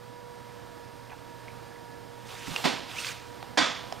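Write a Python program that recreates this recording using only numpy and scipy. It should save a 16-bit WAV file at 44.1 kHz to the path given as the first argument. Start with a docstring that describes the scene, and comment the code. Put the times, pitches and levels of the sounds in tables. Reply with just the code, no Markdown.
"""A quiet room: a hand-held metal calculator and a sheet of paper are moved about.
Two clacks are noise decays with blurred body modes; ticks and thumps are short decaying sines; paper is grainy noise.
A small motor whines in sines over hum, a thin tone that comes and goes, and filtered-noise hiss that swells slowly.
The left microphone port hears almost no bass."""
import sys
import numpy as np
from scipy import signal
from scipy.fft import rfft, irfft, next_fast_len
from scipy.io import wavfile
from scipy.ndimage import uniform_filter1d, map_coordinates

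SR = 44100
rng = np.random.default_rng(int(sys.argv[2]) if len(sys.argv) > 2 else 0)


def int16_out(signal):
    """Quantize to a 16-bit WAV file."""
    q = np.round(np.clip(np.atleast_2d(signal).T, -1, 1) * 32767)
    wavfile.write(sys.argv[1], SR, q.astype(np.int16))


def how_loud(loudness_db):
    """Turn decibels into a plain amplitude multiplier (0 dB gives 1, 20 dB gives 10)."""
    steps = np.asarray(loudness_db, float) / 20
    return 10 ** steps


N = 176400

# clacks: (time [s], level [dB], build-up time constant [s], ring against wash [dB])
CLACKS = [(2.640, -22, .002, -14), (3.573, -20.5, 0.0017, -3.5)]
# one noise spectrum per clack: (frequency [Hz], relative density [dB per Hz])
CLACK_SPECTRA = [
    [(59, -41), (100, -8.5), (131, -10), (254, 5), (443, -7), (580, -2), (643, -4), (841, -5),
     (1200, -11.5), (4220, -13.5), (14000, -41.5)],
    [(59, -54), (100, -22), (198, 1), (299, 4), (353, -4.5), (568, 2), (1250, -0.5), (2790, -7),
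     (3500, -4.5), (6650, -12), (14000, -43)],
]
# modes of the struck body: (frequency [Hz], relative level [dB], t60 [s])
BODY_MODES = [(259, 0, 0.32), (700, -3.5, 0.33), (865, -20, 0.49), (1021, 0.5, 0.25), (1267, -0.5, 0.49),
              (1540, 2.5, 0.25), (1918, 0.5, 0.36), (2300, -3, 0.37), (3377, 0, 0.54), (3575, -0.5, 0.54),
              (4180, -9, 0.27), (4650, -2, 0.23)]
# room reverberation: (frequency [Hz], t60 [s])
ROOM_T60 = [(150, 0.46), (400, 0.49), (1000, 0.55), (2800, 0.67), (5000, 0.62), (7500, 0.51), (12000, 0.37)]
# ticks of loose parts: (time [s], level [dB], ring [Hz], ring t60 [s], snap against ring [dB])
TICKS = [(2.471, -33, 2020, 0.018, -3), (2.540, -32, 1140, 0.026, -3), (2.5615, -14.5, 2755, .02, -3.5),
         (2.966, -33.5, 2340, 0.063, -10), (2.984, -25.5, 2650, 0.048, -18), (3.046, -26.5, 2520, 0.021, 2),
         (3.048, -35, 1530, .025, -10), (3.068, -27.5, 4370, 0.027, -3), (3.086, -24.5, 2404, 0.022, -3.5),
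         (3.093, -31, 1600, .02, -10), (3.106, -34, 2420, .03, -12), (3.427, -28, 805, 0.015, 0),
         (3.839, -34, 654, 0.025, -7), (3.924, -20, 700, 0.017, -3.5), (3.9245, -31, 5160, 0.011, -22)]
# duller, softer contacts: columns as TICKS
TAPS = [(1.097, -45, 2890, 0.018, 3), (1.104, -40, 2450, .02, -1), (1.116, -37.5, 1940, .015, 4.5),
        (1.119, -37.5, 854, .04, 2), (1.126, -39.5, 1700, .03, 6), (1.133, -37, 880, .03, 0),
        (1.482, -31, 2230, 0.018, -12), (1.503, -46, 2380, .03, -6), (1.76, -42, 1990, .02, -5),
        (2.783, -33, 1000, 0.034, 0), (3.002, -36, 1590, 0.017, 4)]
# noise of a tick's snap: (frequency [Hz], relative density [dB per Hz])
SNAP_SPECTRUM = [(250, -21), (600, 3), (2000, 2.5), (5000, -4.5), (7000, -10), (12000, -31), (16000, -30)]
# noise of a dull contact: (frequency [Hz], relative density [dB per Hz])
DULL_SPECTRUM = [(400, -30), (700, 0), (2600, -2), (3400, -27), (6000, -50)]
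# soft thumps of the grip: (time [s], level [dB], frequency [Hz], t60 [s])
THUMPS = [(2.474, -37, 200, 0.037), (2.481, -27.5, 266, 0.055), (2.491, -29, 224, 0.038),
          (2.506, -32, 170, 0.065), (2.514, -27.5, 170, .06), (2.538, -30, 240, 0.026)]
# paper and fingers: (time [s], body level [dB], treble level [dB], low rub level [dB])
RUSTLE = [(2.12, -68, -72.5, -75), (2.22, -58.5, -68, -74), (2.275, -54.5, -61, -64),
          (2.295, -49, -55.5, -48), (2.38, -48, -54.5, -56), (2.46, -47, -53, -55),
          (2.478, -45.5, -48.5, -48), (2.54, -42, -47.5, -45.5), (2.6, -41.5, -51, -41),
          (2.66, -42, -46.5, -52), (2.75, -56, -56.5, -56), (2.86, -62, -62, -62), (2.89, -48.5, -59, -57),
          (2.9, -46.5, -52.5, -54), (2.95, -45, -54, -49), (2.97, -42, -48, -56), (3.0, -40.5, -41.5, -56),
          (3.03, -42, -45, -58), (3.06, -38, -42.5, -49), (3.11, -41, -46, -50), (3.14, -46, -53.5, -64),
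          (3.19, -51.5, -59, -68), (3.23, -55.5, -63, -68), (3.35, -60.5, -67, -75), (3.5, -60, -80, -80)]
# paper body, treble sizzle, low rub of the hand: (frequency [Hz], relative density [dB per Hz])
PAPER_SPECTRUM = [(900, -43), (1300, -10.5), (2000, -11.5), (2600, -10.5), (3700, -10.5), (5000, -17.5),
                  (6500, -32)]
SIZZLE_SPECTRUM = [(3500, -30), (5000, -3.5), (6500, -4), (9000, -9.5), (12000, -19), (15500, -29)]
HAND_SPECTRUM = [(200, -30), (350, -1), (700, -0.5), (1200, -1), (1700, -24)]
# motor whine pitch: (time [s], fundamental [Hz])
WHINE = [(0, 485), (.5, 480), (1, 476), (1.6, 474), (2.3, 474.5), (3, 477.5), (3.5, 482), (4, 488)]
# motor whine harmonics: (multiple of the fundamental, level [dB])
WHINE_ORDERS = [(1, -51.5), (2, -54), (3, -74)]
# hum and other steady tones: (frequency [Hz], level [dB])
HUM = [(118.5, -54), (570.6, -65), (3252, -80), (3413, -78), (3871, -77), (4716, -76.5), (5120, -79.5),
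       (6697, -82), (7817, -91), (8371, -79.5)]
# thin tone that comes and goes: (time [s], level [dB])
THIN = [(0, -68), (.6, -67.5), (.9, -63), (1.05, -71), (1.27, -65), (1.9, -61), (2.1, -71), (4, -72)]
# hiss and rumble: (frequency [Hz], relative density [dB per Hz])
AIR_SPECTRUM = [(15, -22), (30, -7.5), (50, -11), (75, -6), (125, -3.5), (200, -6), (280, -4), (400, -8.5),
                (600, -8.5), (900, -12), (1240, -14.5), (1700, -18), (2500, -23), (3500, -24.5),
                (5000, -26), (7000, -32), (10000, -34.5), (15500, -38)]
# slow swell of hiss and rumble: (time [s], gain [dB])
SWELL = [(0, -0.5), (.6, 0.5), (2.1, 0.5), (3.3, 2), (4, 5.5)]
# left port against right: (frequency [Hz], gain [dB])
PORT = [(25, -26), (60, -30), (150, -29), (200, -22), (300, -16), (500, -10), (700, -5.5), (1000, -4.6),
        (1700, -3.8), (8000, -4), (14000, -3)]
# phase of left over right, largest in the bass, none above 1700 Hz: (frequency [Hz], phase [rad])
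PORT_PHASE = [(60, 3), (200, 2.7), (300, 2.55), (500, 1.95), (700, 1.3), (1000, .8), (1400, .6), (1700, 0)]

RATTLE_DB, RATTLE_KNOTS_PER_S = 1.2, 200
BLUR_DB, BLUR_RAD = 3.5, 1.4
STRIKE_DB, STRIKE_T60_S = -1.5, 0.025
REBOUND_DELAY_S, REBOUND_DB, REBOUND_T60_S = 0.014, -2.5, 0.11
TICK_RISE_S, SNAP_T60_S, DETUNE_RATIO = 0.00083, 0.01, 0.08
ECHO_DELAY_S, ECHO_DB = 0.0074, -13
GRAINS_PER_S, GRAIN_S, GRAIN_DB, PATCHY_DB = 250, 0.004, -18, 1.8
WHINE_WAVER_DB, HUM_WAVER_DB, HUM_WAVER_RAD = 1.4, 1.5, 0.32
THIN_HZ, THIN_WAVER_DB = 1707, 2.3
AIR_DB, AIR_WAVER_DB = -48.5, 0.7
LEFT_HISS_DB, TOP_HZ, GAIN_DB = -72, 15650, 2.5


def unit(x):
    """Scaled to rms 1."""
    return x / np.sqrt(np.mean(x ** 2) + 1e-20)


def along(points, hz, col=1):
    """A column of (frequency, ..) rows, interpolated on a log axis."""
    p = np.transpose(points)
    return np.interp(np.log(hz + 1), np.log(p[0] + 1), p[col])


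def curve(rows, col=1, outside=None):
    """A column of timed rows, one value per sample."""
    p = np.transpose(rows)
    return np.interp(np.arange(N) / SR, p[0], p[col], outside, outside)


def wobble(knots_per_s):
    """Smooth random curve through normal-distributed knots."""
    knots = rng.standard_normal(int(N * knots_per_s / SR) + 4)
    return map_coordinates(knots, [np.arange(N) * knots_per_s / SR])


def filtered(x, response):
    """x times a complex response of frequency."""
    m = next_fast_len(len(x) + 8192)
    spectrum = rfft(x, m) * response(np.fft.rfftfreq(m, 1 / SR))
    return irfft(spectrum, m)[:len(x)]


def coloured(x, spectrum):
    """x shaped by the given spectrum, rms 1."""
    return unit(filtered(x, lambda hz: how_loud(along(spectrum, hz))))


def sine(hz, t, phase_rad=0):
    """A sine of unit peak."""
    return np.sin(2 * np.pi * hz * t + phase_rad)


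def decay(t, t60_s):
    """Exponential decay, -60 dB at t60."""
    return how_loud(-60 * t / t60_s)


def add(track, s, sound):
    """Mixes a sound in at time s."""
    part = track[round(s * SR):][:len(sound)]
    part += sound[:len(part)]


def room_tail(spectrum=((1, 0), (2, 0))):
    """Reverberation as noise, each frequency dying at its own speed; near rms 1 at its start."""
    noise = coloured(rng.standard_normal(SR), spectrum)
    hz, t, z = signal.stft(noise, SR, nperseg=256)
    z = z * decay(t, along(ROOM_T60, hz)[:, None])
    return signal.istft(z, SR, nperseg=256)[1][:SR]


def body_ring(t):
    """Body modes decay at their own rates, blurred in level and phase; rms 1 over the first 2000 samples."""
    ring = np.zeros(len(t))
    for hz, level_db, t60_s in BODY_MODES:
        level = how_loud(level_db + BLUR_DB * wobble(100.5)[:SR])
        ring += level * decay(t, t60_s) * sine(hz, t, BLUR_RAD * wobble(129.8)[:SR])
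    return ring / np.sqrt(np.mean(ring[:2000] ** 2))


def clacks():
    """Blows heard mostly as room: a lumpy decay builds up quickly over a dull strike and ring, then a rebound."""
    out, t = np.zeros(N), np.arange(SR) / SR
    for (s, db, rise_s, ring_db), spectrum in zip(CLACKS, CLACK_SPECTRA):
        ring = how_loud(ring_db) * body_ring(t)
        strike = how_loud(STRIKE_DB) * decay(t, STRIKE_T60_S) * coloured(rng.standard_normal(SR), DULL_SPECTRUM)
        wash = room_tail(spectrum) * how_loud(RATTLE_DB * wobble(RATTLE_KNOTS_PER_S)[:SR])
        build_up = 1 - np.exp(-t / rise_s)
        add(out, s, how_loud(db) * build_up * (wash + strike + ring))
        rebound = decay(t, REBOUND_T60_S) * coloured(rng.standard_normal(SR), spectrum)
        add(out, s + REBOUND_DELAY_S, how_loud(db + REBOUND_DB) * rebound)
    return out


def ticks():
    """Each contact rings in two close modes with a noise snap: broad for ticks, dull for taps."""
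    out, t = np.zeros(N), np.arange(SR // 8) / SR
    contacts = [(row, SNAP_SPECTRUM) for row in TICKS] + [(row, DULL_SPECTRUM) for row in TAPS]
    for (s, db, hz, t60_s, snap_db), spectrum in contacts:
        snap = how_loud(snap_db) * decay(t, SNAP_T60_S) * coloured(rng.standard_normal(len(t)), spectrum)
        second_hz = hz * (1 + DETUNE_RATIO * rng.choice([-1, 1]))
        ring = decay(t, t60_s) * (sine(hz, t) + 0.5 * sine(second_hz, t))
        build_up = 1 - np.exp(-t / TICK_RISE_S)
        add(out, s, how_loud(db) * build_up * (ring + snap))
    return out


def thumps():
    """The grip gives soft, low, quickly damped sines."""
    out, t = np.zeros(N), np.arange(SR // 8) / SR
    for s, db, hz, t60_s in THUMPS:
        add(out, s, how_loud(db) * decay(t, t60_s) * sine(hz, t))
    return out


def with_echo(direct):
    """The room answers faintly: convolution with a delayed tail of unit energy."""
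    echo = np.pad(room_tail(), (round(ECHO_DELAY_S * SR), 0))
    answer = signal.fftconvolve(direct, echo / np.linalg.norm(echo))[:N]
    return direct + how_loud(ECHO_DB) * answer


def friction(spectrum):
    """Short uneven grains of noise whose spectrum shifts in patches, rms 1."""
    knots = rng.exponential(size=N) * (rng.random(N) < GRAINS_PER_S / SR)
    # running sum: each knot becomes a rectangle of GRAIN_S
    grains = np.abs(uniform_filter1d(knots, round(GRAIN_S * SR))) * GRAIN_S * SR
    lumpy = rng.standard_normal(N) * (1 + how_loud(GRAIN_DB) * grains)
    z = signal.stft(lumpy, nperseg=512)[2]
    field = uniform_filter1d(rng.standard_normal(z.shape), size=6, axis=0)
    field = uniform_filter1d(field, size=5, axis=1)
    patchy = signal.istft(z * how_loud(PATCHY_DB * unit(field)), nperseg=512)[1][:N]
    return coloured(patchy, spectrum)


def rustle():
    """Friction in three bands, each with its own level curve: paper body, treble sizzle, low rub of the hand."""
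    out = np.zeros(N)
    for col, spectrum in enumerate((PAPER_SPECTRUM, SIZZLE_SPECTRUM, HAND_SPECTRUM), start=1):
        out += how_loud(curve(RUSTLE, col, outside=-120)) * friction(spectrum)
    return out


def motor_whine():
    """Harmonics of one gliding fundamental, each wavering in level."""
    turn_rad = 2 * np.pi * np.cumsum(curve(WHINE)) / SR
    tones = sum(how_loud(db + WHINE_WAVER_DB * wobble(11)) * np.sin(k * turn_rad) for k, db in WHINE_ORDERS)
    return np.sqrt(2) * tones


def hum():
    """Fixed tones, each wavering a little in level and phase."""
    out, t = np.zeros(N), np.arange(N) / SR
    for hz, db in HUM:
        level = how_loud(db + HUM_WAVER_DB * wobble(11))
        out += level * sine(hz, t, HUM_WAVER_RAD * wobble(6.5))
    return np.sqrt(2) * out


def thin_tone():
    """One sine that comes and goes in level."""
    level = how_loud(curve(THIN) + THIN_WAVER_DB * wobble(15))
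    return np.sqrt(2) * level * sine(THIN_HZ, np.arange(N) / SR)


def air():
    """Hiss and rumble: shaped noise with a slow swell and a slight waver."""
    level = how_loud(AIR_DB + curve(SWELL) + AIR_WAVER_DB * wobble(4.99))
    return level * coloured(rng.standard_normal(N), AIR_SPECTRUM)


def scene():
    """One sound field at both ports."""
    handling = clacks() + with_echo(ticks() + thumps()) + rustle()
    background = motor_whine() + hum() + thin_tone() + air()
    field = handling + background
    return np.array([field, field])


def top_cut(x):
    """Nothing passes above the cut-off."""
    return signal.sosfilt(signal.butter(12, 15780, fs=SR, output="sos"), x)


def record(dry):
    """Left: bass cut, phase offset below 1700 Hz only, added hiss; both channels: band limit and gain."""
    left = filtered(dry[0], lambda hz: how_loud(along(PORT, hz)) * np.exp(1j * along(PORT_PHASE, hz)))
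    left = left + how_loud(LEFT_HISS_DB) * coloured(rng.standard_normal(N), AIR_SPECTRUM)
    ports = [filtered(port, lambda hz: hz < TOP_HZ) for port in (left, dry[1])]
    mix = how_loud(GAIN_DB) * np.array(ports)
    return top_cut(mix)


dry = scene()
out = record(dry)
int16_out(out)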